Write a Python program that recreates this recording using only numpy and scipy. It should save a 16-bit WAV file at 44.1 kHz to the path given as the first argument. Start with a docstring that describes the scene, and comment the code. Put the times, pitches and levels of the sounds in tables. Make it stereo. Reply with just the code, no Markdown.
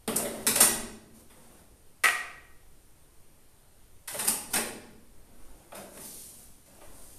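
"""Metal baking trays are set down and slid on the wire rack of an oven, then its door is swung up.
Each blow is a burst of uneven rebounds ringing oven, tray and wires; each slide is dense friction grains.
Something knocks out of sight between the trays, a bare impulse through resonances.
A hard tiled room answers with early arrivals and a decaying noise tail.
Two microphone ports, each with its own treble resonance, hear it over room hiss and air rumble."""
import sys
import numpy as np
from scipy import signal
from scipy.fft import rfft, irfft, next_fast_len
from scipy.io import wavfile
from scipy.ndimage import uniform_filter1d, map_coordinates

SR = 44100
rng = np.random.default_rng(int(sys.argv[2]) if len(sys.argv) > 2 else 0)


def transcribe(u):
    """Save the signal u as a 16-bit wav file named by the first command-line argument.

    u: samples, shape (n,) or (channels, n), limited to [-1, 1]; the rate is SR.
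    q: integer samples, one column per channel.
    """
    v = np.clip(np.atleast_2d(u).T, -1, 1)
    q = np.round(v * 32767).astype(np.int16)
    wavfile.write(sys.argv[1], SR, q)


N = 316858  # length in samples

# Contacts of tray, rack and door; levels are for the loudest 10 ms, ahead of the ports.
# Each row: start in seconds, oven boom in dB, boom pitch in Hz, tray clank in dB, wire tick in dB,
# time in seconds for the chatter to fall 60 dB.
CONTACT_EVENTS = [(.077, -29.5, 225, -33, -34, 0.0072), (.16, -38, 240, -46, -25, 0.0038),
                  (.19, -35, 565, -40.5, -44, 0.082), (.249, -35.5, 537, -39.5, -43.5, 0.019),
                  (0.467, -31.5, 207, -26, -21.5, 0.027), (.557, -32, 627, -28.5, -24, 0.0046),
                  (0.604, -29, 264, -22.5, -15, 0.037), (1.298, -63.5, 321, -56, -60, 0.053),
                  (4.076, -58, 700, -39, -36.5, 0.031), (4.142, -38.5, 530, -40.5, -46.5, 0.0032),
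                  (4.19, -56, 470, -33.5, -33, 0.047), (4.247, -44.5, 285, -42, -35, 0.039),
                  (4.272, -55, 700, -33.5, -29.5, 0.049), (4.279, -38.5, 219, -41, -22.5, 0.0051),
                  (4.535, -37, 222, -29, -27, 0.061), (4.555, -35, 348, -29.5, -32, 0.042),
                  (5.72, -45, 606, -46.5, -58, 0.011), (5.749, -50, 594.6, -46.5, -47, 0.02),
                  (5.97, -51, 267.2, -51, -56, 0.0086), (6.661, -60.5, 554, -65.5, -61, 0.023),
                  (6.81, -54.5, 500, -53, -61.5, 0.049)]
# Broad ring of the rack wires. Each row: frequency in Hz, relative density in dB per Hz.
WIRE_SPECTRUM = [(2500, -23), (4000, -16), (5500, -2.5), (6300, -5.5), (8000, 2.5), (12000, 0),
                 (15000, -7.5)]
CLEAN_ARRIVAL_DB = -11.5  # each early arrival of a blow without chatter, against the room tail
BLUR_DB_PER_S = 117.5  # early arrivals weaken by this for each second of chatter


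def contacts():
    """Each contact booms in the oven shell, clanks in the tray and ticks in the wires."""
    out = np.zeros((2, N + 2 * SR))
    for start, boom_db, boom_hz, clank_db, tick_db, t60 in CONTACT_EVENTS:
        force = chatter(t60)
        answer = room(CLEAN_ARRIVAL_DB - BLUR_DB_PER_S * t60)
        boom = heard(force, answer, oven_shell(boom_hz))
        clank = heard(force, answer, tray_body(tick_db - clank_db))
        tick = heard(force, answer, colour(WIRE_SPECTRUM))
        add(out, start, boom_db, boom)
        add(out, start, clank_db, clank)
        add(out, start, tick_db, tick)
    return out[:, :N]


def chatter(t60):
    """A blow followed by uneven tiny rebounds that die away."""
    t = np.arange(SR // 5) / SR
    rebounds = rng.standard_normal(len(t)) * (rng.random(len(t)) < .07)
    force = rebounds * amp(-60 * t / max(t60, .002))
    force[0] = 2.52  # the first blow
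    return force


# Resonances of the oven shell, before the tilt towards the struck spot.
# Each row: centre in Hz, width in Hz, relative level in dB.
OVEN_MODES = [(85, 76, -28), (141.7, 110, -9.5), (177, 65, -8.5), (224.4, 20.3, -1.5), (294, 73, -9),
              (397.4, 85, -0.5), (539, 60, 5.5), (570, 46, 11.5), (684, 95, 1.5)]


def oven_shell(boom_hz):
    """A blow favours the shell modes close to the pitch of the struck spot; the lowest ones always move."""
    favoured = []
    for centre, width, db in OVEN_MODES:
        octaves_away = np.log2(max(centre, 160) / boom_hz)
        favoured.append((centre, width, db - 14 * octaves_away ** 2))
    return modes(favoured)


# Resonances of a tray, before the softness of the contact.
# Each row: centre in Hz, width in Hz, relative level in dB.
TRAY_MODES = [(873, 92, -3.5), (1090, 202, -4), (1523, 1050, -8), (1986, 213, -1.5), (2540, 510, -9.5),
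              (3460, 850, -4), (5130, 5600, -11.5)]


def tray_body(hardness_db):
    """A soft contact, with little tick against its clank, drives the upper tray modes less."""
    edge_hz = 5000 * amp(min(hardness_db, 6))
    return lambda f: modes(TRAY_MODES)(f) / (1 + 1j * f / edge_hz) ** 2


# Pushes of a tray along the wires, and a faint shuffle; levels are for full speed, ahead of the room.
# Each row: start in seconds, length in seconds, rub in dB, rumble in dB.
PUSHES = [(.085, 0.11, -61, -39.5), (0.23, .25, -55.5, -47.5), (1.13, 0.092, -60.5, -63),
          (1.29, 0.36, -64.5, -60.5), (4.098, 0.16, -41.5, -46.5), (4.496, 0.049, -44.5, -50.5)]
# The door swings up in two pulls; levels glide from row to row, ahead of the room.
# Each row: time in seconds, hinge rub in dB, rumble in dB.
DOOR_SWING = [(5.099, -98.5, -70.5), (5.4, -68.5, -62), (5.7, -69.5, -62.5), (5.78, -54, -43.5),
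              (5.88, -62, -80), (5.95, -52, -49), (6.05, -45, -58.5), (6.22, -49, -73), (6.4, -56, -64),
              (6.58, -67.5, -82), (6.7, -64.5, -61.5), (6.88, -60.5, -58), (7.0, -55, -60.5),
              (7.18, -56.5, -69)]
# Colour of the friction rub. Each row: frequency in Hz, relative density in dB per Hz.
RUB_SPECTRUM = [(300, -23), (1000, -18), (3000, -6.5), (6000, 0.5), (8000, 1.5), (11000, 2), (15000, -3)]
# Colour of the shaken oven shell. Each row: frequency in Hz, relative density in dB per Hz.
SHAKE_SPECTRUM = [(60, -12), (200, -2), (600, -3), (1000, -8), (2500, -15.5), (5000, -21.5)]
RISE, FALL = 0.16, 0.22  # shares of a push spent speeding up and slowing down


def slides():
    """Dense grains of friction hiss, and shake the oven shell."""
    t = np.arange(N) / SR
    times, door_rub_db, door_rumble_db = np.transpose(DOOR_SWING)
    door_moving = t > times[0]
    rub = door_moving * amp(np.interp(t, times, door_rub_db))
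    rumble = door_moving * amp(np.interp(t, times, door_rumble_db))
    for start, length, rub_db, rumble_db in PUSHES:
        progress = (t - start) / length
        speed = np.clip(np.minimum(progress / RISE, (1 - progress) / FALL), 0, 1)
        rub = rub + amp(rub_db) * speed
        rumble = rumble + amp(rumble_db) * speed
    rub_sound = rub * unit(filtered(friction_grains(), colour(RUB_SPECTRUM)))
    shake_sound = rumble * unit(filtered(friction_grains(), colour(SHAKE_SPECTRUM)))
    return moving(rub_sound + shake_sound)


def friction_grains():
    """Sparse random impulses, one sample in twenty, as surfaces catch and let go."""
    return rng.standard_normal(N) * (rng.random(N) < .05)


# The knock out of sight, then its late wall echoes; levels are for the loudest 10 ms, ahead of the ports.
# Each row: start in seconds, level in dB.
KNOCK_EVENTS = [(2.037, -17.5), (2.058, -22.5), (2.087, -26)]
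# Resonances of the knocked thing; the last two rows are its broad treble, left out of the echoes.
# Each row: centre in Hz, width in Hz, relative level in dB.
KNOCK_MODES = [(455, 160, -18.5), (718, 60, -8), (1200, 131, -2), (1320, 100, -2.5), (1526, 89, -5.5),
               (1900, 42, 6.5), (1887, 15, 11.5), (1975, 180, -2), (2360, 290, -0.5), (2660, 640, -4.5),
               (4430, 8800, -17), (10800, 8000, -18)]


def knock():
    """A dry impulse rings resonances and the room; each late echo is the same ring, duller and central."""
    out = np.zeros((2, N + 2 * SR))
    impulse = np.ones(1)
    start, level_db = KNOCK_EVENTS[0]
    add(out, start, level_db, heard(impulse, room(arrival_db=-15), modes(KNOCK_MODES)))
    central = np.pad(np.ones((2, 1)), ((0, 0), (0, SR // 10)))  # one reflection, alike on both ports
    for start, level_db in KNOCK_EVENTS[1:]:
        add(out, start, level_db, heard(impulse, central, modes(KNOCK_MODES[:-2])))
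    return out[:, :N]


# Decay of the tiled room's tail. Each row: frequency in Hz, time in seconds to fall 60 dB.
ROOM_DECAY = [(100, 2.12), (260, 1.13), (700, 0.77), (1800, 0.7), (5000, 0.62), (13000, 0.42)]
# Stereo width of the room. Each row: frequency in Hz, left-right likeness from 0 to 1.
ROOM_LIKENESS = [(60, 0.71), (130, 1), (290, 0.9), (640, 0.45), (1400, 0.05), (15000, 0.026)]


def room(arrival_db):
    """A fresh stereo answer: the direct sound, a few near walls, then a tail dying by band."""
    hz, t, z = signal.stft(rng.standard_normal((2, SR)), SR, nperseg=256)
    fade = amp(-60 * t / along(ROOM_DECAY, hz)[:, None])
    fade = fade * (1 + 0.5 * amp(-60 * t / 0.2))  # a fuller start
    tail = signal.istft(z * fade, SR, nperseg=256)[1][:, :SR]
    tail = tail * np.clip(np.arange(SR) / SR / 0.0046, 0, 1)  # builds up over 4.6 ms
    tail = tail / np.linalg.norm(tail[0])
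    wall_lag = (SR * .008 * rng.random((2, 6))).astype(int)
    wall_lag = wall_lag * (np.arange(6) > 0)  # the first of six is the direct sound
    lag = wall_lag + rng.integers(0, 8, (2, 1))  # small offset between ports, in samples
    arrivals = np.zeros_like(tail)
    np.put_along_axis(arrivals, lag, amp(arrival_db) * rng.choice([-1, 1], (2, 6)), axis=1)
    return paired(tail + arrivals, ROOM_LIKENESS)


def moving(dry):
    """The room answers a moving source afresh every eighth of a second."""
    out, step = np.zeros((2, N + 2 * SR)), SR // 8
    for i in range(0, N, step):
        piece = dry[i:i + step]
        if np.abs(piece).max() > 0:
            wet = signal.fftconvolve(piece[None], room(arrival_db=-12.5), axes=1)
            out[:, i:i + wet.shape[1]] += wet
    return out[:, :N]


# Colour of the hiss, ahead of the ports. Each row: frequency in Hz, density in dB per Hz.
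HISS_SPECTRUM = [(40, -95), (65, -87), (110, -86.5), (180, -93), (350, -92.5), (800, -99), (1500, -103),
                 (3000, -106), (6000, -107), (10000, -107), (15000, -108)]
# Stereo width of the hiss. Each row: frequency in Hz, left-right likeness from 0 to 1.
HISS_LIKENESS = [(60, 0.85), (290, 0.12), (640, 0.2), (1400, 0), (15000, 0)]


def hiss():
    """The quiet room: air and far traffic as coloured noise, slightly patchy in time and pitch."""
    z = signal.stft(rng.standard_normal((2, N)), nperseg=1024)[2]
    field = uniform_filter1d(rng.standard_normal(z.shape[1:]), 5, 0)
    field = uniform_filter1d(field, 8, 1)
    patches = amp(unit(field))  # 1 dB rms
    patchy = signal.istft(z * patches, nperseg=1024)[1][:, :N]
    return np.sqrt(SR / 2) * filtered(paired(patchy, HISS_LIKENESS), colour(HISS_SPECTRUM))


# Colour of the air rumble, before its lumps. Each row: frequency in Hz, density in dB per Hz.
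BUFFET_SPECTRUM = [(10, -66), (30, -79.5), (60, -80.5), (120, -105), (400, -140)]


def buffet():
    """Moving air rumbles in lumps, apart on each port: low noise under a smooth random level."""
    knots = np.arange(N) * 6 / SR  # six random levels a second
    lumps = []
    for _ in range(2):
        levels = rng.standard_normal(int(knots[-1]) + 4)
        lumps.append(amp(4.9 * map_coordinates(levels, [knots])))
    return np.sqrt(SR / 2) * filtered(lumps * rng.standard_normal((2, N)), colour(BUFFET_SPECTRUM))


def amp(db):
    """Decibels to amplitude."""
    return 10 ** (np.asarray(db) / 20)


def unit(x):
    """Scales a signal to an rms of 1."""
    return x / np.sqrt(np.mean(x ** 2) + 1e-20)


def along(points, hz):
    """Reads (Hz, value) points on a log frequency axis."""
    f, v = np.transpose(points)
    return np.interp(np.log(hz + 1), np.log(f + 1), v)


def filtered(x, response):
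    """Shapes a sound by a complex response of frequency."""
    m = next_fast_len(x.shape[-1] + SR // 4)
    spectrum = rfft(x, m) * response(np.fft.rfftfreq(m, 1 / SR))
    return irfft(spectrum, m)[..., :x.shape[-1]]


def modes(table):
    """Causal response of a set of resonances with alternating signs."""
    def response(f):
        total = 0
        for k, (centre, width, db) in enumerate(table):
            damping = 1j * f * width
            total = total + (-1) ** k * amp(db) * damping / (centre * centre - f * f + damping)
        return total
    return response


def colour(table):
    """Broad response read from spectrum points."""
    return lambda f: amp(along(table, f))


def paired(pair, likeness):
    """Mixes two unrelated signals to a left-right likeness that varies with frequency."""
    def mid_side(hz):
        turn = np.arccos(np.clip(along(likeness, hz), -1, 1)) / 2
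        return np.array([np.cos(turn), np.sin(turn)])
    mid, side = filtered(pair, mid_side)
    return np.array([mid + side, mid - side])


def heard(force, answer, body):
    """A force on a body as the room returns it, with 10 ms of lead."""
    wet = signal.fftconvolve(np.pad(force, (SR // 100, 0))[None], answer, axes=1)
    return filtered(wet, body)


def add(out, start, db, sound):
    """Places a sound, less its 10 ms lead, so that its loudest 10 ms have the given level."""
    loudest = np.sqrt(uniform_filter1d(np.mean(sound ** 2, 0), SR // 100).max())
    i = round(start * SR) - SR // 100
    out[:, i:i + sound.shape[1]] += amp(db) * sound / loudest


def scene():
    """Sums the layers, from the trays and door down to the background."""
    return contacts() + slides() + knock() + hiss() + buffet()


# The microphone ports, left then right. Each row: resonance in Hz, width in Hz,
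# level of the resonance added to the flat sound in dB, overall sensitivity in dB.
PORT_RESONANCES = [(11500, 1810, 0.5, 0.5), (9150, 675, 9.5, 1)]
TOP_HZ, CEILING = 14400, .9  # band limit; level that the loudest peaks bend towards


def record(dry):
    """Each port lifts its own treble band, the loudest peaks are rounded, the top is cut at the band limit."""
    def port_response(hz):
        return np.array([amp(db) * (1 + modes([peak])(hz)) for *peak, db in PORT_RESONANCES])
    ports = filtered(dry, port_response)
    rounded = ports / (1 + np.abs(ports / CEILING) ** 6) ** (1 / 6)
    return filtered(rounded, lambda hz: 1 / (1 + (hz / TOP_HZ) ** 300))


dry = scene()
out = record(dry)
transcribe(out)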